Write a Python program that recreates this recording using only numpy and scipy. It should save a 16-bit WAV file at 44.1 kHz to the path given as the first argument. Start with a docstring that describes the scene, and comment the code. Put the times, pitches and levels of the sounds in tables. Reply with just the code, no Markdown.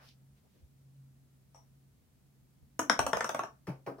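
"""Table-tennis ball on a dresser

A ball tossed on to a wooden dresser in a small, quiet bedroom bounces ever faster. Each impact excites
the modes of the top and of the hollow shell; the ball then drops off the end and knocks softly on a
cloth-covered stand. Before that come faint swishes and the tick of fingers picking up the ball.
Handling bumps, room rumble and a wavering low drone lie underneath."""
import sys
import numpy as np
from scipy import signal
from scipy.fft import rfft, irfft, next_fast_len
from scipy.io import wavfile
from scipy.ndimage import uniform_filter1d, map_coordinates

SR = 44100
rng = np.random.default_rng(int(sys.argv[2]) if len(sys.argv) > 2 else 0)


def unload_wav(signal):
    """Save mono or channel-first audio to the path in sys.argv[1] as 16-bit WAV at rate SR, clipped to [-1, 1]."""
    wavfile.write(
        sys.argv[1],
        SR,
        np.round(np.clip(np.atleast_2d(signal).T, -1, 1) * 32767).astype(np.int16),
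    )


N = 176400
TIME = np.arange(N) / SR
AGE = np.arange(SR // 2) / SR  # time since a contact [s]

# left-right coherence of rumble and swishes: (frequency [Hz], correlation [-1..1])
NOISE_COHERENCE = [(30, 0.099), (60, 0.24), (130, 1), (300, 0.46), (1000, 0.091), (4000, 0.033),
                   (15000, .05)]


def dresser():
    """Modal excitation: each impact rings top and shell, and the spot struck sets which modes dominate."""
    # (time [s], contact time [s], knock [dB], centre of the favoured modes [Hz], their level [dB],
    #  thud [dB], crack [dB], click [dB], lower shell ring [dB], upper shell ring [dB])
    bounces = [(2.7924, 0.00075, -26, 1140, -30.5, -30.5, -36.5, -34, -37.5, -32.5),
               (2.897, 0.00056, -20.5, 1510, -26.5, -35.5, -22.5, -38, -24.5, -31),
               (2.9917, 0.00071, -24.5, 684, -22, -32.5, -30, -34.5, -36, -33.5),
               (3.0654, 0.00071, -27.5, 570, -27, -38.5, -39, -36, -43.5, -39.5),
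               (3.1316, 0.000582, -24, 640, -28, -56, -33, -43.5, -41.5, -44),
               (3.1698, 0.00081, -30.5, 646, -31, -62, -45, -43, -44, -49),
               (3.2073, 0.00063, -28.5, 1530, -30.5, -70, -36, -47, -40, -43),
               (3.2435, 0.00071, -30, 905, -30.5, -61, -43, -42, -43, -41),
               (3.2919, 0.000831, -29, 680, -33.5, -57, -38.5, -39.5, -52, -41.5),
               (3.346, .000876, -30.5, 950, -31.5, -49.5, -41.5, -43, -47.5, -48.5),
               (3.392, 0.00077, -29.5, 1038, -30, -58.5, -42.5, -49, -53, -49),
               (3.4351, .00071, -35.5, 1030, -40, -53, -55, -55.5, -52.5, -58)]
    # spectra of wooden top, hard hit on varnish and contact click: (frequency [Hz], level [dB])
    wood_spectrum = [(60, -29), (120, -15), (200, -9.5), (360, -11), (470, -4), (660, -0.5), (800, -0.5),
                     (1100, -0.5), (1500, -4), (2100, -20), (2700, -18.5), (4400, -37.5), (16000, -70.5)]
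    crack_spectrum = [(200, -33), (1000, -9), (1450, 3.5), (1750, 0.5), (2200, 0), (2650, -8.5), (3100, -8),
                      (3800, -10), (4500, -19.5), (9000, -41.5)]
    click_spectrum = [(60, -38.5), (300, -25), (2000, 6.5), (3400, 0.5), (4400, -1), (5400, 4), (8300, 5.5),
                      (10000, 2), (13000, -2), (16000, -5)]
    # the top's middle and lowest modes, the shell's two families: (frequency [Hz], level [dB], t60 [s])
    top_modes = [(449, -11.5, 0.038), (557.6, 0.5, 0.038), (612.5, 3.5, 0.036), (681, -2, 0.051),
                 (790, -7, 0.022), (888, -4.5, 0.049), (1122.5, -1, 0.05), (1347, -1, 0.034),
                 (1460, -2, 0.0076), (1566, -4, 0.03), (1767, 5, 0.02), (1995, -6, 0.029)]
    thud_modes = [(269.4, -2, 0.06), (313, -4, 0.034)]
    lower_modes = [(5294, -3.5, 0.0078), (5523, 5, 0.009), (5640, -4.5, .02), (6000, -1.5, 0.011),
                   (8880, -24, .008)]
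    upper_modes = [(6060, 3.5, 0.0099), (6434, 5.5, 0.0091), (6610, -7, .028), (7000, 2.5, 0.0067),
                   (7780, -3.5, .007), (8245, 0, .008), (10480, -10.5, .01)]
    favour_octaves, board_rise_s = 0.2, 0.00091
    out = np.zeros((2, N))
    for s, contact_s, knock_db, board_hz, board_db, thud_db, crack_db, click_db, *shell_db in bounces:
        lower_db, upper_db = shell_db
        favoured = [(hz, db - (np.log2(hz / board_hz) / favour_octaves) ** 2, t60)
                    for hz, db, t60 in top_modes]
        knock = amp(knock_db) * burst(wood_spectrum, t60=0.023, rise_s=0.0014)
        board = amp(board_db) * ring(favoured, board_rise_s)
        thud = amp(thud_db) * ring(thud_modes, board_rise_s)
        click = amp(click_db) * burst(click_spectrum, t60=0.0022)
        shell = amp(lower_db) * ring(lower_modes) + amp(upper_db) * ring(upper_modes)
        crack = amp(crack_db) * burst(crack_spectrum, t60=0.0074)
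        contact = touch_and_release(crack + click + shell, contact_s)
        add(out, s, in_room(knock + board + thud + contact, wet_db=0.5))
    return out


def touch_and_release(x, contact_s, release_db=-1.1):
    """Comb filtering: the shell clicks as it dents and as it springs back, giving a hollow pitch."""
    return filtered(x, lambda hz: 1 + amp(release_db) * np.exp(-2j * np.pi * hz * contact_s)) / np.sqrt(2)


def stand():
    """Cushioned impact: cloth dulls each landing to a knock and a tick; the panel beneath then booms."""
    # (time [s], knock [dB], boom [dB], cloth tick [dB], gap between the tick's two clicks [s])
    landings = [(3.6695, -34.5, -28, -45, 0), (3.863, -29.5, -42, -47.5, 0), (3.983, -41, -40, -58, .00021)]
    # spectra of the stand's knock and the cloth's tick: (frequency [Hz], level [dB])
    knock_spectrum = [(30, -57), (60, -42.5), (100, -19.5), (200, -3.5), (300, 8), (400, 2.5), (600, 3),
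                      (1000, -1.5), (1500, -10), (2200, -39.5), (3200, -79), (8000, -40.5)]
    cloth_spectrum = [(60, -37), (500, 12), (2300, 12), (3500, -4), (5400, 1.5), (7500, -12.5), (11000, -6),
                      (13000, -12), (16000, -5)]
    # resonances of the panel: (frequency [Hz], level [dB], t60 [s])
    panel_modes = [(135.3, -7.5, 0.23), (162.3, -6, 0.11), (183.6, -7, 0.095), (297, -10, 0.063)]
    boom_delay_s = 0.0128
    out = np.zeros((2, N))
    for s, knock_db, boom_db, tick_db, gap_s in landings:
        tick = amp(tick_db) * touch_and_release(burst(cloth_spectrum, t60=0.18), gap_s)
        knock = amp(knock_db) * burst(knock_spectrum, t60=0.18, rise_s=0.01)
        add(out, s, in_room(knock + tick, wet_db=-3))
        add(out, s + boom_delay_s, amp(boom_db) * ring(panel_modes, rise_s=0.0098))
    return out


def pick_up():
    """Impulse response of a held shell: fingers tap the ball twice and it rings briefly."""
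    # finger contacts: (time [s], tap [dB], shell ring [dB])
    taps = [(1.5455, -56, -63.5), (1.5765, -73, -69)]
    # spectrum of a finger tap: (frequency [Hz], level [dB])
    finger_spectrum = [(60, -23), (250, -37), (450, 0.5), (600, 9), (1150, 9.5), (1500, -13), (2200, -10.5),
                       (4500, -24.5), (8000, -11.5), (15000, -38)]
    # modes of the held shell: (frequency [Hz], level [dB], t60 [s])
    held_modes = [(5660, 6, 0.02), (5520, -6, .012), (5900, -6, .01), (8140, -18, 0.011)]
    out = np.zeros((2, N))
    for s, tap_db, ring_db in taps:
        tap = amp(tap_db) * burst(finger_spectrum, t60=0.028)
        shell = amp(ring_db) * ring(held_modes)
        add(out, s, in_room(tap + shell, wet_db=9.5))
    return out


def handling():
    """Structure-borne noise: low bumps, a tick and faint swishes as the microphone is swung about."""
    # handling bumps: (time [s], level [dB])
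    bumps = [(0.613, -47), (2.619, -52.5), (2.982, -37.5), (3.03, -38.5), (3.138, -44)]
    # spectra of a bump and of the tick: (frequency [Hz], level [dB])
    bump_spectrum = [(20, -21.5), (50, -2.5), (90, 4.5), (160, -25.5), (500, -29), (2000, -63)]
    tick_spectrum = [(1500, -24), (2700, -3), (5200, 4), (7000, -14), (15000, -31)]
    # swells of rubbing noise: (time [s], half length [s], level [dB], centre [Hz], width [octaves])
    swishes = [(0.023, 0.045, -62.5, 920, 1), (0.094, 0.036, -68, 3100, 0.44),
               (0.075, 0.052, -69.5, 5100, 0.23), (0.065, 0.044, -74, 11500, 0.37),
               (0.382, 0.017, -77, 2500, 0.94), (0.454, 0.022, -73.5, 570, 0.67),
               (0.56, 0.075, -81, 2600, 0.9), (0.57, 0.022, -71, 270, 0.78)]
    tick_s, tick_db = 0.0885, -59.5
    out = np.zeros((2, N))
    for s, db in bumps:
        bump = np.array([burst(bump_spectrum, t60=0.1, rise_s=0.008) for channel in range(2)])
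        add(out, s, amp(db) * bump)
    add(out, tick_s, amp(tick_db) * burst(tick_spectrum, t60=0.012))
    rub = stereo_noise(N, NOISE_COHERENCE)
    for s, half_s, db, centre_hz, octaves in swishes:
        hiss = filtered(rub, lambda hz: np.exp(-0.5 * (np.log2((hz + 1) / centre_hz) / octaves) ** 2))
        swell = np.exp(-0.5 * ((TIME - s) / half_s * 1.25) ** 2)
        out += amp(db) * unit(hiss) * swell
    return out


def in_room(x, wet_db):
    """Reverberation: direct sound, early reflections and a short diffuse tail, new for each spot."""
    # reverberation time: (frequency [Hz], t60 [s])
    decay_times = [(120, 0.14), (300, 0.3), (1000, 0.23), (3000, 0.19), (6000, 0.2), (10000, 0.16),
                   (15000, 0.23)]
    # colour of the tail: (frequency [Hz], relative level [dB])
    tail_spectrum = [(100, -2.5), (300, -2.5), (700, -6), (1500, -4.5), (3000, -2.5), (6000, -4.5),
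                     (15000, -6)]
    # left-right coherence of reflected sound: (frequency [Hz], correlation [-1..1])
    coherence = [(130, .92), (300, 0.94), (600, 0.31), (1200, -0.18), (5000, -0.27)]
    # reflections from nearby surfaces: (delay [s], level [dB])
    echoes = [(.0079, -17.5), (0.0233, -25.5)]
    onset_s, clutter_db, clutter_t60 = 0.0079, -2.5, 0.024
    hz, t, bands = signal.stft(stereo_noise(len(AGE), coherence), SR, nperseg=256)
    decay = amp(-60 * t / along(decay_times, hz)[:, None])
    tail = signal.istft(bands * decay, SR, nperseg=256)[1][:, :len(AGE)]
    tail *= 1 - np.exp(-(AGE / onset_s) ** 2)
    tail = filtered(whitened(tail), lambda f: amp(wet_db + along(tail_spectrum, f)))
    # objects on the dresser scatter the sound
    scatter = stereo_noise(len(AGE), coherence) * amp(-60 * AGE / clutter_t60)
    early = amp(clutter_db) * scatter / np.linalg.norm(scatter[0])
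    early[:, 0] += 1  # direct path
    for delay_s, db in echoes:
        path_s = delay_s * np.exp(0.087 * rng.standard_normal())
        for side in early:
            arrival_s = abs(path_s + 0.0001 * rng.standard_normal())
            side[int(arrival_s * SR)] += amp(db)
    return signal.fftconvolve(x[None], whitened(early) + tail, axes=1)


def drone():
    """Amplitude and frequency modulation: a low tone swells, flutters and wavers in pitch."""
    # slow swell: (time [s], relative level [dB])
    swell = [(0, -63), (.13, -62.5), (.22, -55.5), (.35, -59.5), (.43, -87), (.58, -68), (.78, -59.5),
             (1.0, -52), (1.27, -61.5), (1.83, -60), (2.05, -75), (2.25, -62.5), (2.552, -64), (2.8, -63.5)]
    pitch_hz, waver_hz, gain_db, flutter_db = 134.7, 1.73, -5, 1.5
    level_db = np.interp(TIME, *np.transpose(swell)) + gain_db + flutter_db * wobble(per_s=19)
    hz = pitch_hz + waver_hz * wobble(per_s=21)
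    return amp(level_db) * unit(np.sin(2 * np.pi * np.cumsum(hz) / SR))


def room_noise(level_db=-67):
    """Stationary broadband noise: the room's low rumble and faint hiss."""
    # noise floor: (frequency [Hz], relative spectral density [dB])
    spectrum = [(25, -23), (45, -15), (60, -2), (90, -11), (130, -9), (175, -10), (240, -11), (330, -21),
                (500, -25.5), (1000, -31.5), (3000, -36.5), (15800, -37.5)]
    noise = stereo_noise(N, NOISE_COHERENCE)
    return amp(level_db) * unit(filtered(noise, lambda hz: amp(along(spectrum, hz))))


def burst(spectrum, t60, rise_s=0.0001):
    """Modal overlap: a struck body's crowded modes merge into decaying noise of the body's colour."""
    shake = rng.standard_normal(len(AGE)) * amp(-60 * AGE / t60) * (1 - np.exp(-AGE / rise_s))
    gain = amp(along(spectrum, np.fft.rfftfreq(len(AGE), 1 / SR)))
    return unit_energy(coloured(whitened(shake), gain))


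def ring(modes, rise_s=0.00053, scatter_db=1.85):
    """Free vibration: damped sines whose strengths and phases vary from contact to contact."""
    x = np.zeros(len(AGE))
    for hz, db, t60 in modes:
        envelope = amp(db + scatter_db * rng.standard_normal() - 60 * AGE / t60)
        x += envelope * np.sin(2 * np.pi * (hz * AGE + rng.random()))
    return unit_energy(x * (1 - np.exp(-AGE / rise_s)))


def stereo_noise(size, coherence):
    """Partial coherence: the balance of mid and side noise sets the left-right correlation."""
    def balance(hz):
        angle = np.arccos(np.clip(along(coherence, hz), -1, 1)) / 2
        return np.array([np.cos(angle), np.sin(angle)])
    mid, side = filtered(rng.standard_normal((2, size)), balance)
    return np.array([mid + side, mid - side])


def coloured(x, gain):
    """Minimum-phase filtering: folding the cepstrum makes a gain per frequency bin causal."""
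    n = x.shape[-1]
    cepstrum = irfft(np.log(gain), n)
    cepstrum[1:n // 2] *= 2
    cepstrum[n // 2 + 1:] = 0
    return irfft(rfft(x) * np.exp(rfft(cepstrum)), n)


def whitened(x):
    """Whitening: the broad spectrum is flattened while its fine grain remains."""
    power = np.mean(np.abs(rfft(np.atleast_2d(x))) ** 2, axis=0)
    broad_power = np.abs(uniform_filter1d(power, size=160)) + 1e-12
    return coloured(x, broad_power ** -0.5)


def filtered(x, response):
    """Linear filtering: the spectrum of x times a response of frequency."""
    n = x.shape[-1]
    padded = next_fast_len(n + SR // 10)
    return irfft(rfft(x, padded) * response(np.fft.rfftfreq(padded, 1 / SR)), padded)[..., :n]


def amp(db):
    """Decibels to amplitude ratio."""
    return 10 ** (np.asarray(db) / 20)


def unit(x):
    """Normalisation to rms 1."""
    return x / np.sqrt(np.mean(x ** 2) + 1e-20)


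def unit_energy(x):
    """Normalisation to the energy of 5 ms at rms 1."""
    return x / np.sqrt(np.sum(x ** 2) / (0.005 * SR) + 1e-20)


def along(points, hz):
    """Interpolation of (frequency [Hz], value) points on a logarithmic frequency axis."""
    knots_hz, values = np.transpose(points)
    return np.interp(np.log(hz + 1), np.log(knots_hz + 1), values)


def wobble(per_s):
    """Random modulation: a smooth curve through per_s random knots a second."""
    knots = rng.standard_normal(int(N * per_s / SR) + 4)
    return map_coordinates(knots, [TIME * per_s])


def add(track, s, x):
    """Superposition: x joins the track from time s."""
    part = track[:, round(s * SR):][:, :x.shape[-1]]
    part += x[..., :part.shape[1]]


def scene():
    """Level and time differences place the ball to the left; handling, rumble and drone lie under it."""
    # level difference, greatest in the treble: (frequency [Hz], left minus right [dB])
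    left_excess = [(100, 1.5), (300, 3), (1000, 0.5), (2200, 3), (5000, 4), (15000, 6)]
    right_lag_s, sides = 0.00004, np.array([[0.5], [-0.5]])

    def direction(hz):
        return amp(sides * along(left_excess, hz)) * np.exp(2j * np.pi * hz * sides * right_lag_s)
    ball = filtered(dresser() + stand() + pick_up(), direction)
    return ball + handling() + room_noise() + drone()


def record(dry):
    """Band limiting: a steep low-pass removes the highest treble."""
    cutoff_hz = 16000
    return filtered(dry, lambda hz: 1 / np.sqrt(1 + (hz / cutoff_hz) ** 160))


dry = scene()
out = record(dry)
unload_wav(out)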